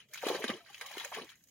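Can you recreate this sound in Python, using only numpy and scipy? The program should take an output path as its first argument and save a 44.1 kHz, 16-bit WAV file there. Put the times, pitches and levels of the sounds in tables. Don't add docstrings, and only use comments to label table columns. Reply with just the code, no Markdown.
import sys
import numpy as np
from scipy import signal
from scipy.fft import rfft, irfft, next_fast_len
from scipy.io import wavfile

SR = 44100
rng = np.random.default_rng(int(sys.argv[2]) if len(sys.argv) > 2 else 0)


def digitize_waveform(pressure):
    field = np.atleast_2d(pressure).T
    bounded = np.clip(field, -1, 1)
    quanta = np.round(bounded * 32767).astype(np.int16)
    wavfile.write(sys.argv[1], SR, quanta)


def nominal_scale(level):
    x = np.asarray(level, float) / 20
    return 10 ** x


N = 66150


def unit(x):
    return x / np.sqrt(np.mean(x ** 2) + 1e-20)


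def along(points, hz):
    f, v = np.transpose(points)
    return np.interp(np.log(hz + 1), np.log(f + 1), v)


def filtered(x, response):
    m = next_fast_len(x.shape[-1] + 8192)
    spectrum = rfft(x, m) * response(np.fft.rfftfreq(m, 1 / SR))
    return irfft(spectrum, m)[..., :x.shape[-1]]


def tone(spectrum, hz):
    return nominal_scale(along(spectrum, hz)) * np.minimum(hz / spectrum[0][0], 1) ** 4


def coloured(x, spectrum):
    return unit(filtered(x, lambda hz: tone(spectrum, hz)))


def levels(rows):
    s, *columns = np.transpose(rows)
    t = np.arange(N) / SR
    return [nominal_scale(np.interp(t, s, column)) for column in columns]


# f/Hz, relative level/dB
HUSH_SPECTRUM = [(180, -38), (300, -5), (556, 5), (1010, -9), (1440, -22), (1610, -27), (2070, -34),
                 (2940, 14), (4850, -29), (6230, -20), (7360, -1), (11900, -19), (16100, -35)]
# f/Hz, relative level per Hz/dB
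RUMBLE_SPECTRUM = [(12, -60), (20, -38), (32, -15), (80, 2), (134, 3.5), (282, -4), (400, -13), (520, -20),
                   (880, -120)]
HUSH_DB, RUMBLE_DB = -84, -77


def hush():
    field, low = rng.standard_normal((2, 3, N))
    far = coloured(field[:2] + .9 * field[2], HUSH_SPECTRUM)
    rumble = coloured(low[:2] + 2.8 * low[2], RUMBLE_SPECTRUM)
    return nominal_scale(HUSH_DB) * far + nominal_scale(RUMBLE_DB) * rumble


def bubbles(start_s, hz, cycles, gain, rise, attack, size):
    start_s, hz, cycles, gain = (np.asarray(v)[:, None] for v in (start_s, hz, cycles, gain))
    k = np.arange(size)
    age = k / SR * hz / np.maximum(cycles, .3)
    turns = age * cycles * (1 + rise * np.minimum(age, 2) / 2)
    swell = (1 - np.exp(-age / attack)) ** 2
    rows = gain * np.sin(2 * np.pi * turns) * np.exp(-age) * swell
    rows = rows * np.cos(np.pi * k / size / 2)
    at = (np.round(start_s * SR).astype(int) + k).ravel()
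    return np.bincount(at, rows.ravel(), N + size + SR)[:N]


def grains(spectrum, low_hz, high_hz, cycles, spread_db, wash_db, count, size):
    u = rng.random((count, 4))
    hz = low_hz * (high_hz / low_hz) ** u[:, 1]
    gain = nominal_scale(-spread_db * np.log(1 - u[:, 2])) * np.sqrt(hz) * np.sign(u[:, 3] - .5)
    pops = bubbles(u[:, 0] * N / SR, hz, cycles * (.5 + u[:, 3]), gain, 0.22, 0.48, size=size)
    flat = unit(filtered(pops, lambda f: np.sqrt(f + low_hz)))
    wash = nominal_scale(wash_db) * rng.standard_normal(N)
    return coloured(flat + wash, spectrum)


# t/s, deep gurgle level/dB, light gurgle level/dB
SLOSH_LEVELS = [(0, -86, -91), (.1, -74.5, -93), (.2, -81, -88), (.235, -55, -45), (.29, -38.5, -40.5),
                (.365, -47, -48.5), (.385, -46.5, -49), (.43, -47.5, -55), (.475, -54, -54.5),
                (.51, -47, -37.5), (.55, -47, -66), (.62, -75, -74), (.79, -76, -80), (.82, -69, -54),
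                (.88, -89, -62), (.94, -70, -59.5), (.975, -60, -57), (1.02, -66, -59.5),
                (1.06, -77, -55.5), (1.11, -95, -67.5), (1.125, -93, -48.5), (1.15, -62, -56),
                (1.19, -47, -45), (1.245, -58.5, -62), (1.30, -87.5, -83), (1.5, -80.5, -100)]
# t/s, fizz level/dB, spray level/dB
FLOW_LEVELS = [(0, -57.5, -78), (.07, -89, -82), (.125, -66.5, -65), (.145, -50.5, -75),
               (.21, -55.5, -56.5), (.255, -43, -53.5), (.30, -42, -48), (.37, -43, -67), (.40, -54, -50),
               (.435, -47, -74), (.472, -49, -63), (.51, -53, -63), (.56, -52.5, -70.5), (.64, -67, -72.5),
               (.69, -58.5, -72.5), (.80, -56.5, -61), (.84, -55, -64), (.90, -49.5, -61),
               (.96, -50.5, -57.5), (1.01, -44.5, -60), (1.07, -50.5, -58), (1.112, -60.5, -58),
               (1.14, -43, -64.5), (1.18, -45.5, -61), (1.23, -54, -70), (1.275, -61, -67),
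               (1.33, -63.5, -78.5), (1.38, -75, -71.5), (1.5, -81.5, -74)]
# f/Hz, relative level per Hz/dB
DEEP_SPECTRUM = [(59, -67), (100, 12), (228, -8), (306, -12), (379, -6), (650, -13), (840, -22),
                 (1430, -120)]
GURGLE_SPECTRUM = [(330, -31), (560, 6), (594, -14), (659, -2.5), (834, -3.5), (1160, -4), (1450, -22.5),
                   (1880, -34), (3190, -120)]
FIZZ_SPECTRUM = [(790, -13), (1350, -3.5), (1470, -9.5), (1590, -1), (1820, -2.5), (2010, -3), (2460, -1),
                 (2700, -6.5), (2950, 0.5), (3100, -1.5), (3430, -5.5), (3610, -12.5), (3960, -1.5),
                 (4320, -8), (6820, -14.5), (7600, -62), (9880, -7), (16700, -120)]
SPRAY_SPECTRUM = [(4120, -14.5), (7000, 2), (7580, -10.5), (8220, -8), (8810, -11.5), (9950, -20),
                  (11200, -5.5), (12700, -10.5), (13800, -12), (15200, -8), (16100, -10)]


def flow():
    deep_gain, light_gain = levels(SLOSH_LEVELS)
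    fizz_gain, spray_gain = levels(FLOW_LEVELS)
    deep = grains(DEEP_SPECTRUM, 159.4, 633, cycles=2.5, spread_db=-1.0, wash_db=-6, count=500, size=900)
    light = grains(GURGLE_SPECTRUM, 547.5, 1354, cycles=2.31, spread_db=2.0, wash_db=3, count=900, size=500)
    fizz = grains(FIZZ_SPECTRUM, 1266, 7800, cycles=2.19, spread_db=3, wash_db=-2.5, count=5000, size=260)
    spray = grains(SPRAY_SPECTRUM, 7500, 16000, cycles=2.5, spread_db=2.0, wash_db=2, count=9000, size=60)
    return deep_gain * deep + light_gain * light + fizz_gain * fizz + spray_gain * spray


# t/s, relative body level/dB, centre f/Hz, relative spray level/dB,
# time for the body to fall 60 dB/s, rise/s
SLAP_EVENTS = [(0.0004, -43.5, 2720, -77.5, 0.15, 0.0032), (0.085, -54.5, 3150, -72, 0.075, 0.0028),
               (0.1128, -52.5, 3820, -70, 0.059, 0.0026), (0.1338, -36.5, 6100, -43.5, 0.062, 0.003),
               (0.1442, -40.5, 2850, -48.5, 0.075, 0.0024), (0.1548, -37.5, 1670, -51.5, 0.065, 0.004),
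               (0.1734, -31, 3430, -54, 0.11, 0.0021), (0.2205, -36.5, 1640, -52, 0.12, 0.0037),
               (0.2667, -23.5, 1830, -44, 0.041, 0.0035), (0.2838, -22, 3390, -41.5, 0.083, 0.0027),
               (0.3441, -34, 3000, -50, 0.18, 0.0042), (0.4204, -30, 2070, -64, 0.2, 0.0023),
               (0.4324, -51, 2160, -55, 0.071, 0.001), (0.44, -20, 1760, -43.5, 0.048, 0.0021),
               (0.4785, -25, 3720, -52.5, 0.057, 0.0028), (0.4915, -30, 2870, -57, 0.051, 0.0017),
               (0.498, -24, 1860, -54.5, 0.079, 0.0038), (0.5638, -44, 2000, -59, 0.065, 0.0019),
               (0.6599, -45, 1800, -91, 0.2, 0.0025), (0.6995, -50, 3050, -59.5, 0.053, 0.0016),
               (0.7292, -45.5, 2420, -62, 0.065, 0.0023), (0.7436, -36, 2900, -55.5, 0.071, 0.0019),
               (0.7786, -38.5, 3170, -54.5, 0.035, 0.0021), (0.809, -26.5, 1770, -50.5, 0.086, 0.0038),
               (0.8598, -35.5, 3070, -46.5, 0.084, 0.0029), (0.9114, -37.5, 2000, -52, 0.065, 0.0034),
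               (0.9678, -31, 1710, -57, 0.056, 0.0025), (0.9785, -29.5, 2950, -47.5, 0.065, 0.003),
               (0.9957, -29.5, 3280, -50.5, 0.044, 0.0039), (1.047, -26.5, 1972, -41.5, 0.031, 0.0013),
               (1.1463, -30, 1806, -45.5, 0.046, 0.0012), (1.1674, -37, 2200, -61, 0.095, 0.0027),
               (1.2171, -33, 2870, -77, 0.036, 0.002), (1.2437, -48, 3270, -54.5, 0.05, 0.0019),
               (1.29, -40, 3780, -60, 0.091, 0.0022), (1.3006, -46.5, 2010, -59.5, 0.091, 0.0019),
               (1.3154, -44, 1640, -67.5, 0.091, 0.003), (1.3526, -55, 1790, -65.5, 0.065, 0.0035),
               (1.406, -64, 1630, -81, 0.058, 0.0035), (1.4226, -93, 2990, -76, 0.057, 0.003),
               (1.4366, -66, 6330, -59.5, 0.065, 0.0021), (1.47, -63, 6870, -67, 0.065, 0.003),
               (1.4825, -61.5, 7000, -64, 0.091, 0.0038)]
SLAP_WIDTH_OCT, SLAP_PEAK_DB = 0.43, 10
SPRAY_T60_SHARE = 0.64
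CRACK_DB, CRACK_T60_S = -0.5, 0.0053


def slaps():
    out, t = np.zeros(N + SR), np.arange(SR // 5) / SR
    for s, db, centre_hz, spray_db, t60, rise_s in SLAP_EVENTS:
        body_noise, spray_noise = rng.standard_normal((2, len(t)))

        def bump(f):
            octaves = np.log2((f + 1) / centre_hz)
            hump_db = SLAP_PEAK_DB * np.exp(-(octaves / SLAP_WIDTH_OCT) ** 2)
            return tone(FIZZ_SPECTRUM, f) * nominal_scale(hump_db)

        late = np.maximum(t - rise_s, 0)
        rise = np.minimum(t / max(rise_s, 1 / SR), 1) ** 2
        crack = 1 + nominal_scale(CRACK_DB - 60 * late / CRACK_T60_S)
        body = nominal_scale(db - 11.5 - 60 * late / t60) * unit(filtered(body_noise, bump))
        puff_gain = nominal_scale(spray_db - 60 * late / (t60 * SPRAY_T60_SHARE))
        puff = puff_gain * coloured(spray_noise, SPRAY_SPECTRUM)
        out[round(s * SR):][:len(t)] += rise * crack * (body + puff)
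    return out[:N]


# t/s, relative level/dB, f/Hz,
# cycles for the ringing to decay by 20 dB, share of pitch gained per 1/e decay time
PLOP_EVENTS = [(.100, -60.5, 590, 36, 0.047), (.136, -57, 865, 2.2, .05), (.156, -38, 1310, 2.4, 0.098),
               (0.23, -31, 790, 6.2, -0.025), (.236, -25, 560, 4, -0.068),
               (0.2662, -16.5, 397, 1.65, 0.0054), (0.3016, -16.5, 443, 2, 0.011),
               (0.3117, -22, 414, 3.7, -0.06), (.329, -29.5, 500, 3.4, -0.081), (0.333, -37, 470, 6, 0.07),
               (.345, -29, 493, 4.1, 0.027), (.348, -29.5, 411, 5.8, -0.083),
               (.361, -28, 457, 1.7, -0.0056), (.402, -37.5, 393, 7.4, 0.072),
               (0.441, -22.5, 440, 2.6, -0.083), (0.443, -28.5, 239, 3.6, -0.0032),
               (0.493, -26.5, 492, 2.3, 0.018), (.497, -22, 223.4, 2.3, -0.002), (0.503, -36, 99, 2.1, .05),
               (.503, -32.5, 1114, 6.5, .05), (.507, -42, 824, 6.4, 0.12), (0.539, -38.5, 356, 3.9, 0.016),
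               (0.556, -41, 400, 7, 0.084), (0.576, -48, 1150, 6.6, .05), (0.605, -52.5, 1300, 16, -0.0077),
               (.585, -58, 730, 71, -.06), (0.698, -48.5, 804, 15.2, 0.0047),
               (0.688, -56, 1155, 22, 0.0027), (.812, -50, 434, 9.4, 0.077), (.845, -42.5, 1085, 30, 0.027),
               (.911, -50, 607, 10, 0.032), (.952, -41.5, 874, 4.9, .05), (0.97, -32.5, 400, 2.6, -0.028),
               (1.011, -41, 890, 7.2, 0.04), (1.038, -48.5, 503.5, 21.4, -0.022),
               (1.056, -40.5, 562, 6.4, 0.019), (1.118, -34, 800, 4, -0.025),
               (1.124, -30.5, 980, 4.7, 0.012), (1.123, -40, 1310, 3.5, 0.11),
               (1.128, -42.5, 544, 5.7, 0.1), (1.164, -39, 433, 7.5, 0.036), (1.175, -43.5, 403, 8.4, 0.1),
               (1.1976, -34.5, 437, 2.1, 0.042), (1.214, -39.5, 239, 2.3, 0.027),
               (1.236, -49, 330, 5.4, -0.067)]
PLOP_SWELL = 0.52
PLOP_DB, OVERTONE_DB = 7, -8


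def plops():
    s, db, hz, cycles, climb = np.transpose(PLOP_EVENTS)
    out = np.zeros(N)
    for ratio, extra_db in [(1, 0.0042), (2.3, OVERTONE_DB)]:
        gain = nominal_scale(db + PLOP_DB + extra_db)
        out += bubbles(s, hz * ratio, cycles / np.log(10), gain, climb[:, None], PLOP_SWELL, size=5000)
    return out


# f/Hz, level/dB
PORT_BALANCE = [(60, 1), (200, .5), (400, 0.5), (800, 4), (1300, -6.5), (1800, -0.5), (2400, 4.5),
                (3500, 3.5), (5000, -3), (7200, -11), (8500, 1), (10400, 11), (12500, 11.5), (15000, 5)]
# f/Hz, phase/rad
PORT_PHASE = [(0, 0.5), (2150, 0.05), (2580, 0.56), (3010, -6), (3700, -6), (4220, -2.5), (5770, -16),
              (6370, -12), (7580, -17), (8960, -20.5), (10900, -39), (12800, -46), (14400, -33),
              (16300, -50.5)]
# f/Hz, level/dB
ECHO_LEVELS = [(100, -34), (500, -22.5), (1100, -8), (1700, -3.5), (2600, -3.5), (4000, 0.5), (8000, 3.5),
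               (15000, -5)]
ECHO_T60_S = 0.051
LOW_CUT_HZ, MOVE_S = 226, 1 / 100


def ports(x):
    hop, t = round(MOVE_S * SR), np.arange(SR // 16) / SR
    starts = np.arange(-hop, N, hop)
    k = np.arange(2 * hop)
    pieces = np.pad(x, 2 * hop)[starts[:, None] + 2 * hop + k] * np.sin(np.pi * k / hop / 2)
    tail = rng.standard_normal((2, len(starts), len(t))) * nominal_scale(-60 * t / ECHO_T60_S)
    tail = tail / np.linalg.norm(tail, axis=2)[..., None]
    rung = signal.fftconvolve(pieces[None], tail, axes=2)
    at = (starts[:, None] + hop + np.arange(rung.shape[2])).ravel()
    echo = np.array([np.bincount(at, r.ravel())[hop:hop + N] for r in rung])
    half = np.array([[.5], [-.5]])

    def wet(f):
        return nominal_scale(along(ECHO_LEVELS, f))

    def gain(f):
        balance_db = along(PORT_BALANCE, f)
        port = nominal_scale(half * balance_db) / np.cosh(balance_db * np.log(10) / 40)
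        low_cut = 1 / np.sqrt(1 + (LOW_CUT_HZ / (f + 1)) ** 6)
        return port * low_cut / np.sqrt(1 + wet(f) ** 2)

    phase_hz, phase = np.transpose(PORT_PHASE)
    direct = filtered(x, lambda f: gain(f) * np.exp(1j * half * np.interp(f, phase_hz, phase)))
    return direct + filtered(echo, lambda f: gain(f) * wet(f))


def scene():
    return ports(flow() + plops() + slaps()) + hush()


def low_pass(x):
    return signal.sosfilt(signal.butter(12, 16670, fs=SR, output="sos"), x)


def record(dry):
    mix = filtered(dry, lambda hz: hz < 16100)
    return low_pass(mix)


dry = scene()
out = record(dry)
digitize_waveform(out)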